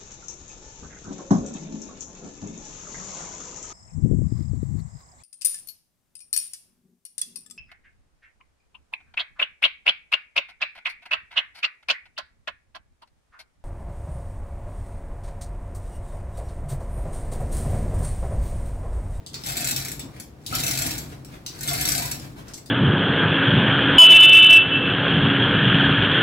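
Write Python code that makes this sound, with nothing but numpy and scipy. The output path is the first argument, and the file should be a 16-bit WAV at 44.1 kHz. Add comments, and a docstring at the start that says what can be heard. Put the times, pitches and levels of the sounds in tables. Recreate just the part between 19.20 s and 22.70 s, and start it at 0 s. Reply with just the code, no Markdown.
"""Steel rattles and clacks in three bursts: a hand chain hoist is being hauled in a small workshop.
In each stroke, impacts of the links on the wheel and of the pawl excite the resonances of the housing,
while the beam overhead rumbles in forced vibration. Between strokes the slack chain clinks by collision
and scrapes by sliding friction. In the last stroke, stick-slip friction makes the loaded wheel squeak."""
import sys
import numpy as np
from scipy import signal
from scipy.fft import rfft, irfft, next_fast_len
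from scipy.io import wavfile
from scipy.ndimage import uniform_filter1d, map_coordinates

SR = 44100
rng = np.random.default_rng(int(sys.argv[2]) if len(sys.argv) > 2 else 0)


def inscribe(sig):
    """Save sig as 16-bit PCM at rate SR to the path in sys.argv[1].

    A 1-D sig is mono; a 2-D sig holds one channel per row.
    Samples are clipped to [-1, 1] before scaling.
    """
    pcm = np.round(np.clip(np.atleast_2d(sig).T, -1, 1) * 32767)
    wavfile.write(sys.argv[1], SR, pcm.astype(np.int16))


N = 154350

# reverberation of the workshop (frequency [Hz], time to decay by 60 dB [s])
ROOM_T60 = [(200, 0.4), (1500, 0.28), (5000, 0.29), (9000, 0.22), (15000, 0.29)]
# likeness of the diffuse field at the two ears (frequency [Hz], coherence [ratio])
COHERENCE = [(120, 0.97), (280, 0.85), (600, 0.42), (3000, 0.017)]
# level difference between the ears (frequency [Hz], left over right [dB])
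EAR_BALANCE = [(400, 2.16), (1100, -.5), (4200, 1), (8000, 2.5), (11500, 3.5), (15000, 1)]
# spectral envelopes of the sources (frequency [Hz], relative level [dB])
AIR_SPECTRUM = [(25, -35), (60, -0.5), (300, -6.5), (650, -15.5), (1500, -25.5), (15000, -44.5)]
BEAM_SPECTRUM = [(20, -16), (36, -23), (58, 6.5), (82, -8.5), (108, 2.5), (122, 0), (135, 10.5), (152, 3),
                 (195, -10), (290, -1), (400, -14.5), (1200, -22), (4000, -45)]
SLIDE_SPECTRUM = [(200, 8), (700, 4.5), (2400, 0), (3100, -3), (15000, -14.5)]
CLINK_SPECTRUM = [(300, -25), (2800, -5), (4000, 1.5), (7700, 3), (9000, -4.5), (15000, -10)]
JERK_SPECTRUM = [(80, -4.5), (215, 14), (480, -4.5), (1400, 8), (2300, -14.5), (15000, -34)]
STEEL_SPECTRUM = [(150, -7.5), (450, -4), (1000, -7), (1700, 3.5), (2400, -5), (3050, 0), (3800, 2),
                  (7400, -1), (8500, -1), (15700, -2.5)]
# resonances of the steel housing (frequency [Hz], bandwidth [Hz], relative level [dB])
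HOUSING_MODES = [(720, 152, 3), (1460, 100, -2), (2106, 75, -0.5), (2354, 190, 1), (2600, 77, 0.5),
                 (3910, 160, -3.5), (4380, 390, -4), (5410, 150, -1.5), (5890, 104, -2.5),
                 (7250, 650, -4.5), (7710, 410, -1), (11500, 1060, -3)]

# Event levels are relative: each source is filtered and scaled afterwards.
# the strokes (full speed from [s], until [s], run-up [s], rattle level [dB], beam level [dB])
PULLS = [(0.271, 0.593, 0.041, -31.5, -38.5), (1.327, 1.681, 0.04, -29.5, -35),
         (2.492, 2.82, 0.097, -29.5, -35.5)]
# the beam booms as the load shifts (time [s], duration [s], level [dB])
BEAM_BOOMS = [(0.091, 0.13, -41.5), (0.486, 0.16, -37), (0.746, 0.2, -39), (1.645, 0.051, -34),
              (2.51, 0.033, -36), (2.645, 0.063, -38.5)]
# slack chain slides as the hand takes a new grip (time [s], duration [s], level [dB])
CHAIN_SLIDES = [(0.108, 0.13, -51.5), (0.904, 0.11, -50.5), (1.883, 0.062, -48), (2.061, 0.14, -49),
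                (2.279, 0.15, -53), (3.002, 0.062, -46), (3.152, 0.078, -46.5), (3.24, 0.091, -48)]
# slack links knock together (time [s], level [dB], centre frequency of the ring [Hz])
LINK_CLINKS = [(0.0636, -28, 6510), (0.133, -34, 4070), (0.1426, -23, 4535), (0.237, -26, 4100),
               (1.264, -20.5, 4330), (2.263, -20.5, 5610), (2.389, -28, 5050), (2.997, -30.5, 8100),
               (3.2825, -36.5, 4400), (3.336, -30, 7240), (3.3415, -28, 5100), (3.46, -33, 4630)]
# hanging links clash as the chain is snatched or let go (time [s], duration [s], level [dB])
LINK_CLASHES = [(0.802, 0.019, -38), (1.334, 0.026, -26.5), (2.273, 0.031, -36.5), (2.476, 0.02, -20)]
# the chain snaps taut (time [s], level [dB])
CHAIN_JERKS = [(1.325, -22), (1.351, -30.5), (2.482, -30), (2.511, -27.5)]
# the loaded wheel squeaks (time [s], duration [s], start pitch [Hz], end pitch [Hz], level [dB])
WHEEL_SQUEAKS = [(2.499, 0.046, 708, 683, -29), (2.753, 0.054, 686, 701, -32.5),
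                 (2.79, 0.0785, 920, 1037, -34)]
# pawl and links strike inside the hoist (time [s], level [dB])
PAWL_CLACKS = [(0.2629, -17), (0.2866, -18), (0.3207, -20.5), (0.3696, -12.5), (0.408, -14.5),
               (0.445, -13.5), (0.473, -10), (0.4864, -13.5), (0.5107, -10.5), (0.563, -11.5), (0.599, -29),
               (0.6493, -19.5), (0.684, -20.5), (0.717, -19.5), (0.7943, -22), (0.9996, -23.5),
               (1.3513, -11), (1.386, -23), (1.402, -16.5), (1.4358, -11.5), (1.4659, -11.5),
               (1.4805, -11.5), (1.511, -12), (1.553, -16), (1.575, -13), (1.588, -11), (1.6207, -13.5),
               (1.6642, -11.5), (1.7088, -15), (1.7807, -17), (2.048, -30.5), (2.409, -18), (2.4318, -17),
               (2.4767, -15.5), (2.4861, -13.5), (2.5326, -12), (2.611, -9.5), (2.6531, -9),
               (2.6768, -11.5), (2.6874, -8.5), (2.7193, -10.5), (2.7504, -11), (2.7795, -12.5),
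               (2.821, -17.5), (2.8558, -16.5), (2.9137, -13.5), (3.377, -31.5)]


def amp(db):
    """Amplitude ratio of a level in decibels."""
    return 10 ** (np.asarray(db) / 20)


def unit(x):
    """Normalisation to an rms of 1."""
    return x / np.sqrt(np.mean(x ** 2) + 1e-20)


def along(points, hz):
    """Interpolation of (frequency, value) points on a logarithmic frequency axis."""
    frequencies, values = np.transpose(points)
    return np.interp(np.log(hz + 1), np.log(frequencies + 1), values)


def tone(spectrum):
    """Gain of a spectral envelope as a function of frequency."""
    return lambda hz: amp(along(spectrum, hz))


def wobble(per_s):
    """Random modulation: a smooth curve through per_s random values a second."""
    knots = rng.standard_normal(int(N * per_s / SR) + 4)
    return map_coordinates(knots, [np.arange(N) * per_s / SR])


def swell(length_s):
    """Amplitude envelope with a rounded rise and fall."""
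    return np.sqrt(np.hanning(int(length_s * SR)).clip(0))


def add(track, start_s, sound):
    """Superposition of a sound on the track."""
    part = track[max(0, round(start_s * SR)):][:len(sound)]
    part += sound[:len(part)]


def filtered(x, response):
    """Linear filtering: the spectrum of x is multiplied by a frequency response."""
    size = 2 * next_fast_len(N // 2 + SR // 4)
    return irfft(rfft(x, size) * response(np.fft.rfftfreq(size, 1 / SR)), size)[..., :N]


def coloured(x, gain):
    """Minimum-phase filtering by a gain curve scaled to unit power."""
    def response(hz):
        cepstrum = irfft(np.log(np.maximum(unit(gain(hz)), 1e-6)))
        middle = len(cepstrum) // 2
        cepstrum[1:middle] *= 2  # folding onto positive time makes the filter causal
        cepstrum[middle + 1:] = 0
        return np.exp(rfft(cepstrum))
    return filtered(x, response)


def spread(hz):
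    """Interaural coherence as mid and side gains: long waves reach both ears alike."""
    angle = np.arccos(np.clip(along(COHERENCE, hz), -1, 1)) / 2
    return np.array([np.cos(angle), np.sin(angle)])


def diffuse(spectrum):
    """A diffuse field: partly coherent stereo noise of rms 1."""
    mid, side = filtered(rng.standard_normal((2, N)), lambda hz: tone(spectrum)(hz) * spread(hz))
    return unit(np.array([mid + side, mid - side]))


def room(x, tail_db, direct_db=-3, wall_db=-5, wall_s=0.008, echoes=8, pieces=30):
    """Direct sound, early reflections and reverberation, drawn anew piece by piece as the chain swings."""
    out = np.zeros((2, N))
    for k, piece in enumerate(np.array_split(x, pieces)):
        hz, t, noise = signal.stft(rng.standard_normal((2, SR // 2)), SR, nperseg=256)
        decay = amp(-60 * t / along(ROOM_T60, hz)[:, None])
        mid, side = signal.istft(noise * spread(hz)[..., None] * decay, SR, nperseg=256)[1]
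        for ear, tail in zip(out, (mid + side, mid - side)):
            response = amp(tail_db) * tail / np.linalg.norm(tail)
            response[0] += amp(direct_db)
            delays = (rng.random(echoes) * wall_s * SR).astype(int)
            response[delays] += amp(wall_db) * rng.standard_normal(echoes) / np.sqrt(echoes)
            add(ear, k * N / pieces / SR, signal.fftconvolve(piece, response))
    return out


def stroke_db(start, stop, rise_s, decay_db_per_s, slack_db=-12):
    """Level of a stroke: exponential growth as slack is taken up, a plateau, then exponential decay."""
    t = np.arange(N) / SR
    return slack_db * np.maximum((start - t) / rise_s, 0) - decay_db_per_s * np.maximum(t - stop, 0)


def strike(crack_t60, ring_hz, ring_db, ring_t60=0.032, scatter=0.1627, partials=5):
    """Impact on steel: a noisy crack and the damped free vibration of a link's inharmonic modes."""
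    t = np.arange(SR // 8) / SR
    hz = ring_hz * np.exp(scatter * rng.standard_normal((partials, 1)))
    ring = unit(np.sin(2 * np.pi * hz * t).sum(0)) * amp(-60 * t / ring_t60)
    crack = rng.standard_normal(len(t)) * amp(-60 * t / crack_t60)
    return crack + amp(ring_db) * ring


def air():
    """Ambient noise: a faint, steady, low-pitched diffuse field."""
    return amp(-48) * diffuse(AIR_SPECTRUM)


def beam(sway_db=0.5):
    """Forced vibration: the beam rumbles with each stroke, sways on, and booms when the load shifts."""
    sway, booms = np.zeros(N), np.zeros(N)
    for start, stop, rise_s, _, db in PULLS:
        sway += amp(db + sway_db + stroke_db(start, stop, rise_s, decay_db_per_s=25))
    for start, length, db in BEAM_BOOMS:
        add(booms, start, amp(db) * swell(length))
    rumble = diffuse(BEAM_SPECTRUM)
    local_power = uniform_filter1d(np.mean(rumble ** 2, axis=0), size=SR // 12)
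    even_rumble = rumble / np.sqrt(np.abs(local_power) + 1e-9)
    return np.hypot(sway, booms) * even_rumble


def slides(grain_db=3, grains_per_s=150):
    """Sliding friction: the slack chain scrapes softly and unevenly."""
    envelope = np.zeros(N)
    for start, length, db in CHAIN_SLIDES:
        add(envelope, start, amp(db) * swell(length))
    friction = unit(amp(grain_db * wobble(grains_per_s)) * rng.standard_normal(N))
    return coloured(envelope * friction, tone(SLIDE_SPECTRUM))


def clinks(gain_db=-2):
    """Brief, hard contact has a bright spectrum: single knocks between hanging links."""
    out = np.zeros(N)
    for start, db, hz in LINK_CLINKS:
        add(out, start, amp(db + gain_db) * strike(crack_t60=0.011, ring_hz=hz, ring_db=-16))
    return coloured(out, tone(CLINK_SPECTRUM))


def link_rings(start, length, per_s, centre_hz=4500, scatter=0.22, t60=0.021):
    """Damped oscillators: links collide at random moments, each ringing at its own natural frequency."""
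    out, t = np.zeros(N), np.arange(SR // 16) / SR
    for when, size in rng.random((int(per_s * length), 2)):
        hz = centre_hz * np.exp(scatter * rng.standard_normal())
        add(out, start + when * length, size * np.sin(2 * np.pi * hz * t) * amp(-60 * t / t60))
    return out


def jingle(running_db=2):
    """Random collisions of free links: sparse as the chain runs, dense when it is snatched or let go."""
    running = sum(amp(db + running_db) * link_rings(start, stop - start, per_s=90)
                  for start, stop, _, db, _ in PULLS)
    clashes = sum(amp(db) * link_rings(start, length, per_s=900) for start, length, db in LINK_CLASHES)
    return running + clashes


def jerks():
    """Impulsive loading: the chain clanks dully as the pull takes up the slack."""
    out = np.zeros(N)
    for start, db in CHAIN_JERKS:
        add(out, start, amp(db) * strike(crack_t60=0.026, ring_hz=1400, ring_db=-18))
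    return coloured(out, tone(JERK_SPECTRUM))


def squeaks(octave_db=-11.5, jitter=0.035, jitter_per_s=283):
    """Stick-slip oscillation of the loaded wheel: short, rough, gliding tones with a second harmonic."""
    out = np.zeros(N)
    for start, length, start_hz, end_hz, db in WHEEL_SQUEAKS:
        envelope = swell(length)
        glide_hz = np.linspace(start_hz, end_hz, len(envelope))
        hz = glide_hz * (1 + jitter * wobble(jitter_per_s)[:len(envelope)])
        phase = 2 * np.pi * np.cumsum(hz) / SR
        add(out, start, amp(db) * envelope * (np.sin(phase) + amp(octave_db) * np.sin(2 * phase)))
    return out


def housing(hz, modes_db):
    """Resonance: the modes of the hoist's body raise peaks on the broad spectrum of steel."""
    peaks = sum(amp(db + modes_db) ** 2 / (1 + (2 * (hz - mode_hz) / width_hz) ** 2)
                for mode_hz, width_hz, db in HOUSING_MODES)
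    return tone(STEEL_SPECTRUM)(hz) * np.sqrt(1 + peaks ** 2)


def rattle(contacts_per_s=480, spread_db=8, contact_t60=0.0056, lowpass_hz=15000, gain_db=-2.5):
    """Shot noise: many small contacts of links running over the wheel lightly excite the housing."""
    contacts = rng.random(N) < contacts_per_s / SR
    strengths = amp(spread_db * np.clip(rng.standard_normal(N), -2, 1))
    energy_retained = amp(-120 / (contact_t60 * SR))  # from one sample to the next
    energy = signal.lfilter([1], [1, -energy_retained], (contacts * strengths) ** 2)
    grains = unit(np.sqrt(energy) * rng.standard_normal(N))
    envelope = sum(amp(db + stroke_db(start, stop, rise_s, decay_db_per_s=96))
                   for start, stop, rise_s, db, _ in PULLS)
    dulled = filtered(grains * envelope, lambda hz: 1 / np.hypot(1, hz / lowpass_hz))
    return amp(gain_db) * coloured(dulled, lambda hz: housing(hz, modes_db=4))


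def clacks(highpass_hz=3200, rebound_s=0.004, rebound_db=-7, gain_db=-4):
    """Impact and elastic rebound: the pawl drops and links seat in the wheel, ringing the housing."""
    out = np.zeros(N)
    for start, db in PAWL_CLACKS:
        rebound_delay = rebound_s * (0.5 + rng.random())
        for delay, loss_db in (0, 0), (rebound_delay, rebound_db):
            impact = strike(crack_t60=0.015, ring_hz=6500, ring_db=-15.5)
            add(out, start + delay, amp(db + gain_db + loss_db) * impact)
    return coloured(out, lambda hz: housing(hz, modes_db=5.5) * hz / np.hypot(hz, highpass_hz))


def scene(left_lead_s=0.000464):
    """Interaural time and level differences: the steel is heard from the left, amid a diffuse rumble."""
    hoist = rattle() + clacks() + jingle() + jerks() + squeaks()
    steel = room(hoist, tail_db=0) + room(clinks() + slides(), tail_db=3.5)
    ear_share = np.array([[0.5], [-0.5]])  # each ear takes half of a difference
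    steel = filtered(steel, lambda hz: np.exp(2j * np.pi * hz * ear_share * left_lead_s))
    return filtered(steel + beam() + air(), lambda hz: amp(ear_share * along(EAR_BALANCE, hz)))


def record(dry):
    """Band limiting: an ideal low-pass filter removes everything above 15.8 kHz."""
    return filtered(dry, lambda hz: hz < 15800)


dry = scene()
out = record(dry)
inscribe(out)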